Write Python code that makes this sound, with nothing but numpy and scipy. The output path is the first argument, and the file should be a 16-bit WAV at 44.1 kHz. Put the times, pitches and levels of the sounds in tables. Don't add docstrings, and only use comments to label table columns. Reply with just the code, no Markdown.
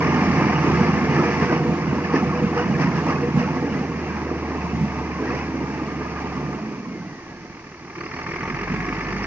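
import sys
import numpy as np
from scipy import signal
from scipy.fft import rfft, irfft, next_fast_len
from scipy.io import wavfile
from scipy.ndimage import uniform_filter1d, map_coordinates

SR = 44100
rng = np.random.default_rng(int(sys.argv[2]) if len(sys.argv) > 2 else 0)


def inscribe(sig):
    pcm = np.round(np.clip(np.atleast_2d(sig).T, -1, 1) * 32767)
    wavfile.write(sys.argv[1], SR, pcm.astype(np.int16))


N = 408366
FULL_EFFORT_DB = -34

# (frequency [Hz], likeness [0-1])
MIC_LIKENESS = [(60, .99), (400, .98), (1000, .9), (2000, .7), (4000, .25), (7000, .2)]
# (frequency [Hz], level [dB])
BLOCK_SPECTRUM = [(30, -29.5), (65, -5.5), (110, 2.5), (175, 7), (250, -12.5), (345, 7), (470, -5.5),
                  (600, -14.5), (720, -6), (820, -9), (1180, 1.5), (1450, -9.5), (1790, -2), (2280, -1.5),
                  (2800, -12.5), (3200, -21.5), (4000, -27.5), (4600, -32), (5900, -24.5), (7200, -41)]
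# (frequency [Hz], level [dB], t60 [s])
BLOCK_MODES = [(870, -4, .045), (1090, -3, .05), (1190, 0, .05), (1660, -4, .045), (1790, -4, .045),
               (2160, -4.5, .05), (2270, -5.5, .055), (2730, -13, .04)]
# (frequency [Hz], level [dB])
GRAVEL_SPECTRUM = [(250, -34.5), (520, -3.5), (660, -2.5), (860, 1.5), (1230, 0), (1400, -10.5), (1650, -4),
                   (2350, -9), (2900, -13.5), (3200, -24.5), (4000, -30), (4700, -19), (5900, -19),
                   (7200, -47.5)]
# (time [s], level [dB])
HARD_FIRINGS = [(7.896, -31), (7.952, -28), (7.9803, -25), (8.006, -21), (8.11, -30), (8.136, -19),
                (8.262, -23), (8.309, -21), (8.358, -22), (8.428, -21), (8.498, -21), (8.631, -20),
                (8.675, -19), (8.923, -20)]


def amp(db):
    return 10 ** (np.asarray(db) / 20)


def unit(x):
    return x / np.sqrt(np.mean(x ** 2) + 1e-20)


def along(points, hz):
    f, v = np.transpose(points)
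    return np.interp(np.log(hz + 1), np.log(f + 1), v)


def curve(points):
    return np.interp(np.arange(N) / SR, *np.transpose(points))


def noise(size=N):
    return rng.standard_normal((2, size))


def wobble(rate):
    return map_coordinates(rng.standard_normal(int(N * rate / SR) + 4), [np.arange(N) * rate / SR])


def filtered(x, response):
    size = next_fast_len(N + SR // 2)
    return irfft(rfft(x, size) * response(np.fft.rfftfreq(size, 1 / SR)), size)[..., :N]


def colour(points):
    return lambda hz: amp(along(points, hz))


def resonances(modes):
    return lambda hz: sum(amp(db) * 1j * hz * width / (centre ** 2 - hz ** 2 + 1j * hz * width)
                          * np.minimum(hz / centre, 1) ** 2 for centre, width, db in modes)


def radiate(sound, response):
    def mid_and_side(hz):
        angle = np.arccos(np.clip(along(MIC_LIKENESS, hz), 0, .99)) / 2
        return response(hz) * np.array([np.cos(angle), np.sin(angle)])
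    mid, side = filtered(sound, mid_and_side)
    return unit(np.array([mid + side, mid - side]))


def bursts(times, sizes, t60):
    blows = np.bincount(np.clip(times * SR, 0, N).astype(int), sizes ** 2, N + 1)[:N]
    fade = amp(-60 * np.arange(SR // 2) / SR / t60) ** 2
    return np.sqrt(np.abs(signal.fftconvolve(blows, fade)[:N]))


def patter(count, spread_db, t60):
    return unit(bursts(rng.random(count) * N / SR, amp(spread_db * rng.standard_normal(count)), t60))


def swells(rows, attack_s=.018, t60=.27):
    t = np.arange(N) / SR
    energy = np.zeros(N)
    for start, length, db in rows:
        span = slice(int(start * SR), int(start * SR) + 2 * SR)
        age = t[span] - start
        shape = np.clip(age / attack_s, 0, 1) * amp(db - 60 * np.maximum(age - length, 0) / t60)
        energy[span] += shape ** 2
    return np.sqrt(energy)


def pings(times, hz, db, t60):
    t = np.arange(SR // 18) / SR
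    samples = ((times * SR).astype(int)[:, None] + np.arange(len(t))).ravel()
    envelope = amp(db[:, None] - 60 * t / t60) * (1 - np.exp(-t / .0012))
    skew = np.arccos(np.clip(along(MIC_LIKENESS, hz), 0, 1)) * rng.standard_normal(len(hz)) / 2
    phase = 2 * np.pi * hz[:, None] * t
    rings = (envelope * np.sin(phase + side * skew[:, None]) for side in (1, -1))
    return np.array([np.bincount(samples, ring.ravel(), N)[:N] for ring in rings])


def struck(modes, times, db, detune=.03, scatter_db=3.5, spread_s=.003):
    hz, mode_db, t60 = np.tile(np.transpose(modes), len(times))
    pitch, size = rng.standard_normal((len(hz), 2)).T
    starts = np.repeat(times, len(modes)) + spread_s * rng.random(len(hz))
    level_db = np.repeat(db, len(modes)) + mode_db + scatter_db * size
    return pings(starts, hz * (1 + detune * pitch), level_db, t60[:, None])


def exhaust(firings, firing_hz, knock_db, slowing, fuel_cut_db=-13.5):
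    # (firing rate [Hz], level [dB])
    pipe = [(37, -60), (43, -46), (49, -36), (63, -36), (73, -35.5), (75, -29), (83, -32.5)]
    level_db = along(pipe, firing_hz) + .51 * (knock_db - FULL_EFFORT_DB) + fuel_cut_db * slowing ** 4
    note = amp(level_db - 1 + 1.1 * wobble(7.7)) * np.sin(2 * np.pi * firings)
    octave = amp(knock_db - 5 + 1.8 * wobble(6)) * np.sin(4 * np.pi * firings)
    return np.sqrt(2) * (note + octave * (firing_hz / firing_hz.max()) ** .84)


def knock(firings, knock_db, cylinder_db=2.2, scatter_db=.43, attack_s=.002, t60=.078):
    beat = np.arange(int(firings[-1]))
    times = np.interp(beat, firings, np.arange(N) / SR)
    imbalance_db = cylinder_db * np.resize(rng.standard_normal(6), len(beat))
    sizes = amp(imbalance_db + scatter_db * rng.standard_normal(len(beat)))
    t = np.arange(SR // 6) / SR
    decay = amp(-60 * t / t60) * (1 - np.exp(-t / attack_s))
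    rings = np.zeros((2, N))
    for cylinder in range(6):
        own = beat % 6 == cylinder
        blows = np.bincount((times[own] * SR).astype(int), sizes[own], N)
        rings += signal.fftconvolve(blows[None], noise(len(t)) * decay, axes=1)[:, :N]
    clatter = uniform_filter1d(bursts(times, sizes, t60), size=240) * noise()
    force = unit(rings) + .53 * unit(clatter)
    weight = 1 / np.sqrt(np.gradient(firings))
    return amp(knock_db + 3.5) * radiate(force * weight, colour(BLOCK_SPECTRUM))


def valves(firings, knock_db, per_firing=4, late_beats=.4, low_hz=690, high_hz=2800):
    beat = np.repeat(np.arange(int(firings[-1])), per_firing)
    lag, pitch, size = rng.random((len(beat), 3)).T
    at = np.minimum(np.searchsorted(firings, beat + late_beats * lag), N - 1)
    hz = low_hz + (high_hz - low_hz) * pitch
    db = knock_db[at] - 2 + along(BLOCK_SPECTRUM, hz) + 6 * size
    return pings(at / SR, hz, db, t60=.085)


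def clacks(firings, firing_hz, knock_db):
    at = np.searchsorted(firings, np.arange(1, int(firings[-1])))
    softening_db = 20 * np.log10(firing_hz[at] / firing_hz.min())
    db = knock_db[at] + 2.7 - softening_db + 2.5 * rng.standard_normal(len(at))
    return struck(BLOCK_MODES, at / SR, db)


def gears(firings, firing_hz, knock_db, slowing):
    # (pitch [x firing rate], level [dB], lift in a case band [dB], lift as revs fall [dB])
    whines = [(13, -7, 0, 0), (13.333, -9, 0, 0), (14.5, -9, 0, 0), (16.5, -13, 14, 2), (17.1, -17, 9, 9),
              (22.333, -12, 0, 0), (27.333, -16, 0, 0), (31.68, -12, 2, 2), (34.8, -4, 11, 7),
              (36.6, -11, 6, 12), (39.6, -5, 0, 2)]
    # (centre [Hz], width [Hz], strength [0-1])
    case_bands = [(1190, 70, 1), (1670, 65, .6), (1815, 65, .7), (2170, 60, .55)]
    tones = np.zeros(N)
    for multiple, db, case_db, overrun_db in whines:
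        hz = multiple * firing_hz
        singing = sum(strength / (1 + ((hz - centre) / width) ** 2)
                      for centre, width, strength in case_bands)
        lift_db = case_db * np.minimum(singing, 1) + overrun_db * slowing
        level_db = knock_db + db + lift_db + along(BLOCK_SPECTRUM, hz) + 2.4 * wobble(16)
        chatter = (.2 + .7 * slowing) * wobble(70)
        tones += amp(level_db) * np.sin(2 * np.pi * multiple * firings + chatter)
    return np.sqrt(2) * tones * (firing_hz / firing_hz.max()) ** 2


def fan(firings, speed):
    # (time [s], length [s], level [dB])
    hoots = [(.77, .06, -34), (1.21, 0.1, -30.5), (1.38, 0.3, -30), (2.3, 0.16, -32), (2.55, 0.063, -26),
             (2.94, 0.1, -40.5), (3.21, 0.053, -26), (3.4, .06, -34)]
    # (frequency [Hz], level [dB])
    air_spectrum = [(30, -2.5), (100, 6.5), (1000, -7), (2600, -6.5), (3300, -15), (4000, -23),
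                    (4700, -20.5), (6000, -10.5), (7200, -27.5)]
    phase = 2 * np.pi * 5.85 * firings
    tone = wobble(30) * np.sin(phase) + wobble(30) * np.cos(phase)
    blade_level = np.hypot(amp(-38) * speed ** 6, swells(hoots)) * speed ** 2
    rush = amp(-45 + .62 * wobble(2.7)) * speed ** .5 * radiate(noise(), colour(air_spectrum))
    return blade_level * tone + rush


def drum_drive(firings, speed, knock_db):
    # (pitch [x firing rate], level [dB], flutter [dB], phase jitter [rad])
    hums = [(1.48, -41.5, 2, .7), (1.713, -32.5, 5, .6), (1.975, -29, 3.5, 0.73), (4.337, -33, 3.5, 0.63)]
    tones = np.zeros(N)
    for multiple, db, flutter_db, jitter in hums:
        level = amp(db + flutter_db * wobble(6))
        tones += level * np.sin(2 * np.pi * multiple * firings + jitter * wobble(10))
    return np.sqrt(2) * tones * speed ** 7 * amp(.72 * (knock_db - FULL_EFFORT_DB))


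def tumbling(db):
    return amp(db + 1.7 * wobble(13))


def drum_boom(load, speed):
    # (time [s], length [s], level [dB])
    drops = [(0.13, 0.16, -23), (0.34, 0.14, -23.5), (0.69, .36, -22.5), (1.18, 0.11, -27.5),
             (1.39, 0.042, -21.5), (1.65, 0.023, -22.5), (1.86, .06, -23), (2.21, 0.064, -22),
             (2.41, 0.045, -22.5), (2.65, 0.24, -23), (2.77, 0.05, -24), (2.93, 0.028, -21),
             (3.07, 0.048, -24), (3.34, 0.044, -19), (3.52, 0.039, -25.5), (3.71, 0.099, -24),
             (4.58, .1, -31.5), (4.73, 0.12, -22), (5.31, 0.012, -22.5), (6.86, 0.13, -37.5),
             (8.48, 0.053, -32.5), (8.7, 0.043, -24.5), (9.08, 0.12, -28.5)]
    # (frequency [Hz], level [dB])
    thud_spectrum = [(25, -31), (45, -44.5), (58, -17), (110, -14.5), (130, -10), (150, 0), (205, 0),
                     (250, -7), (330, -29), (600, -66)]
    # (centre [Hz], width [Hz], level [dB])
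    cavity_modes = [(142.6, 3, 0.5), (168.4, 13, -2), (206.1, 5, 0)]
    thuds = radiate(patter(count=2500, spread_db=.5, t60=.051) * noise(), colour(thud_spectrum))
    cavity = amp(-6) * radiate(noise(), resonances(cavity_modes))
    return np.hypot(tumbling(8.5) * load * speed ** 2.4, swells(drops)) * unit(thuds + cavity)


def churn(load, speed):
    # (time [s], length [s], level [dB])
    slumps = [(0, 0.068, -24.5), (.64, 0.046, -29), (1.18, 0.09, -27), (1.49, 0.066, -24.5),
              (1.68, 0.084, -24.5), (2.12, 0.056, -22), (2.78, 0.053, -27), (3.03, 0.063, -22.5),
              (3.62, 0.18, -29), (3.96, 0.1, -32.5), (4.24, 0.071, -31.5), (4.5, 0.043, -32),
              (4.82, 0.1, -47), (5.18, 0.037, -25), (5.28, 0.07, -24), (5.48, 0.13, -30),
              (5.74, 0.098, -34), (6.35, 0.15, -35), (6.62, 0.37, -38.5)]
    # (frequency [Hz], level [dB])
    lump_spectrum = [(120, -56.5), (200, -5), (255, 2.5), (330, 4.5), (385, -4), (470, -3), (525, -10.5),
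                     (700, -12.5), (1200, -59)]
    lumps = radiate(patter(count=3000, spread_db=3, t60=.05) * noise(), colour(lump_spectrum))
    return np.hypot(tumbling(8) * load * speed ** 2.4, swells(slumps)) * lumps


def shell_ring(load, speed):
    # (centre [Hz], width [Hz], level [dB])
    shell_modes = [(256.8, 20, 2), (318.6, 2.6, 0.5), (415.3, 16, -0.5), (726, 14, -4), (880, 9, -2.5),
                   (1077, 25, -9), (1175, 3.3, -13.5)]
    return tumbling(4.5) * load * speed ** 1.9 * radiate(noise(), resonances(shell_modes))


def rattle(count=3600, low_hz=600, high_hz=2900, spread_db=4):
    when, pitch = rng.random((count, 2)).T
    hz = low_hz + (high_hz - low_hz) * pitch
    db = along(GRAVEL_SPECTRUM, hz) + spread_db * rng.standard_normal(count)
    return unit(pings(when * N / SR, hz, db, t60=.07))


def gravel(load, speed):
    # (time [s], length [s], level [dB])
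    spills = [(0, 0.97, -31.5), (1.08, .27, -29.5), (1.40, 0.033, -24.5), (1.49, 0.038, -26.5),
              (2.02, 0.041, -29), (2.12, 0.039, -24.5), (2.55, 0.052, -25), (2.775, 0.061, -25.5),
              (2.94, 0.027, -26.5), (3.065, 0.017, -23), (3.36, 0.068, -27.5), (5.245, 0.15, -31)]
    # (frequency [Hz], gain [dB])
    spill_tilt = [(600, -4), (1200, -0.5), (2200, 2.5)]
    stones = radiate(patter(count=5000, spread_db=1, t60=.047) * noise(), colour(GRAVEL_SPECTRUM))
    grit = unit(stones + amp(1) * rattle())
    thrown = amp(6.5 + 1.2 * wobble(11)) * load * speed ** 2.33 * grit
    falling = filtered(np.roll(grit, SR, axis=1), colour(spill_tilt))
    return thrown + swells(spills, attack_s=.035, t60=.28) * falling


def stone_strikes(t60=.04):
    # (time [s], level [dB], ring [Hz])
    landings = [(0.242, -13, 705), (0.524, -14, 1070), (0.639, -13, 1130), (0.857, -16, 1130),
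                (1.147, -12, 902), (2.136, -14, 1120), (2.574, -13, 1250), (3.066, -13, 877),
                (5.256, -14, 840)]
    times, db, hz = np.transpose(landings)
    crack = bursts(times, amp(db - 12), t60) * radiate(noise(), colour(GRAVEL_SPECTRUM))
    return crack + pings(times, hz, db - 9, t60)


def intake_drone(firings, speed, slowing):
    # (pitch [x firing rate], level [dB])
    partials = [(2, -33), (3, -29), (3.5, -27), (4, -30), (5, -34)]
    tones = sum(amp(db + 3.6 * wobble(11)) * np.sin(2 * np.pi * multiple * firings + 1.3 * wobble(22))
                for multiple, db in partials)
    return np.sqrt(2) * tones * slowing * speed ** 5.9


def body_panel(drone_db=-48.5):
    # (centre [Hz], width [Hz], level [dB])
    panel_modes = [(336, 17, 0)]
    # (time [s], length [s], level [dB])
    lurches = [(7.955, .045, -36), (8.14, 0.037, -38), (8.265, .04, -32.5)]
    return np.hypot(amp(drone_db), swells(lurches)) * radiate(noise(), resonances(panel_modes))


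def site_hiss():
    # (frequency [Hz], level [dB])
    site_spectrum = [(30, -18.5), (200, -5), (700, 0), (1150, -4.5), (1380, -8), (1750, 0), (3200, -12),
                     (3900, -9), (4500, -1.5), (6000, -3.5), (7200, -18.5)]
    return amp(-52.5 + .37 * wobble(.23)) * radiate(noise(), colour(site_spectrum))


def raps():
    times, db = np.transpose(HARD_FIRINGS)
    blows = uniform_filter1d(bursts(times, amp(db - 13), t60=.04), size=60)
    ring = struck(BLOCK_MODES, times, db - 11)
    return ring + blows * radiate(noise(), colour(BLOCK_SPECTRUM))


def fittings(knock_db, firing_hz, jingles=4200):
    # (frequency [Hz], level [dB], t60 [s])
    steel_modes = [(4470, -1.5, .045), (4720, -2, .045), (5150, 0, .04), (5500, 0, .04), (5850, -1, .04)]
    # (time [s], level [dB], loudest ring [Hz])
    clinks = [(8.005, -37, 4540), (8.054, -39, 4730), (8.134, -35, 4450), (8.16, -38, 4450),
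              (8.229, -38, 5220), (8.271, -41, 4340), (8.357, -40, 5040), (8.434, -38, 5620),
              (8.499, -42, 5250), (8.564, -40, 4540), (8.612, -39, 5240), (8.635, -37, 4430),
              (8.859, -40, 5490), (9.119, -40, 4900), (9.176, -38, 4500), (9.234, -32, 5170)]
    # (firing rate [Hz], gain [dB])
    shake = [(37, 4.5), (41, 2.5), (45, -3), (55, 4), (83, 3)]
    mode_hz, mode_db, t60 = np.transpose(steel_modes)
    times, db, ring_hz = np.transpose(clinks)
    clear = struck(steel_modes, times, db - 13) + pings(times, ring_hz, db - 1, t60.max())
    when, which, size, detune = rng.random((jingles, 4)).T
    mode = (which * len(mode_hz)).astype(int)
    shaken_db = (knock_db + along(shake, firing_hz))[(when * N).astype(int)]
    jingle_hz = mode_hz[mode] * (1 + .1 * (detune - .5))
    jingle_db = shaken_db - 14 + mode_db[mode] + 5 * size ** 2
    return clear + pings(when * N / SR, jingle_hz, jingle_db, t60[mode, None])


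def off_axis(sound, lag_s=8.5e-5):
    # (frequency [Hz], left minus right [dB])
    balance = [(60, 0.5), (100, -3), (170, -2.0), (290, -1.5), (490, -1), (830, -1.0), (1400, -1.5),
               (2370, 0.5), (4010, -3.5), (6780, -2)]
    sides = np.array([[.5], [-.5]])
    return filtered(sound, lambda hz: amp(sides * along(balance, hz))
                    * np.exp(-2j * np.pi * hz * sides * lag_s))


def scene():
    # (time [s], firing rate [Hz])
    revs = [(0, 82.8), (3.53, 83.0), (3.9, 78.8), (4.2, 76.7), (4.6, 75.3), (5.2, 74.15), (6, 73.25),
            (6.57, 73.1), (6.8, 66.56), (7.4, 45.3), (7.75, 38.3), (7.97, 36.9), (8.5, 44.1), (8.9, 49.3),
            (9.26, 52.3)]
    # (time [s], level [dB])
    effort = [(0, -34), (1.45, -35.5), (1.7, -41.5), (3.4, -42.5), (3.9, -44.5), (5.0, -43), (5.5, -44),
              (6.4, -44.5), (6.85, -53.5), (7.87, -48), (8.0, -40.5), (8.3, -35), (8.75, -34),
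              (9.26, -34.5)]
    firing_hz, knock_db = curve(revs), curve(effort)
    speed = firing_hz / firing_hz.max()
    firings = np.cumsum(firing_hz) / SR
    firings -= firings[int(HARD_FIRINGS[2][0] * SR)] % 1
    slowing = uniform_filter1d(np.maximum(-np.gradient(firing_hz), 0), size=8000)
    slowing /= slowing.max()
    load = amp(FULL_EFFORT_DB + .57 * (knock_db - FULL_EFFORT_DB))
    engine = (exhaust(firings, firing_hz, knock_db, slowing) + knock(firings, knock_db)
              + valves(firings, knock_db) + raps() + gears(firings, firing_hz, knock_db, slowing)
              + fan(firings, speed) + body_panel() + clacks(firings, firing_hz, knock_db)
              + intake_drone(firings, speed, slowing))
    mixer = (drum_drive(firings, speed, knock_db) + drum_boom(load, speed) + churn(load, speed)
             + shell_ring(load, speed) + gravel(load, speed) + stone_strikes()
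             + fittings(knock_db, firing_hz))
    return off_axis(engine + mixer + site_hiss())


def record(dry, top_hz=9800):
    # (frequency [Hz], gain [dB])
    roll_off = [(7200, 0), (7450, -10), (7800, -35), (8200, -35), (8600, -13), (9100, -12), (9700, -22)]
    return filtered(dry, lambda hz: amp(along(roll_off, hz)) * (hz < top_hz))


dry = scene()
out = record(dry)
inscribe(out)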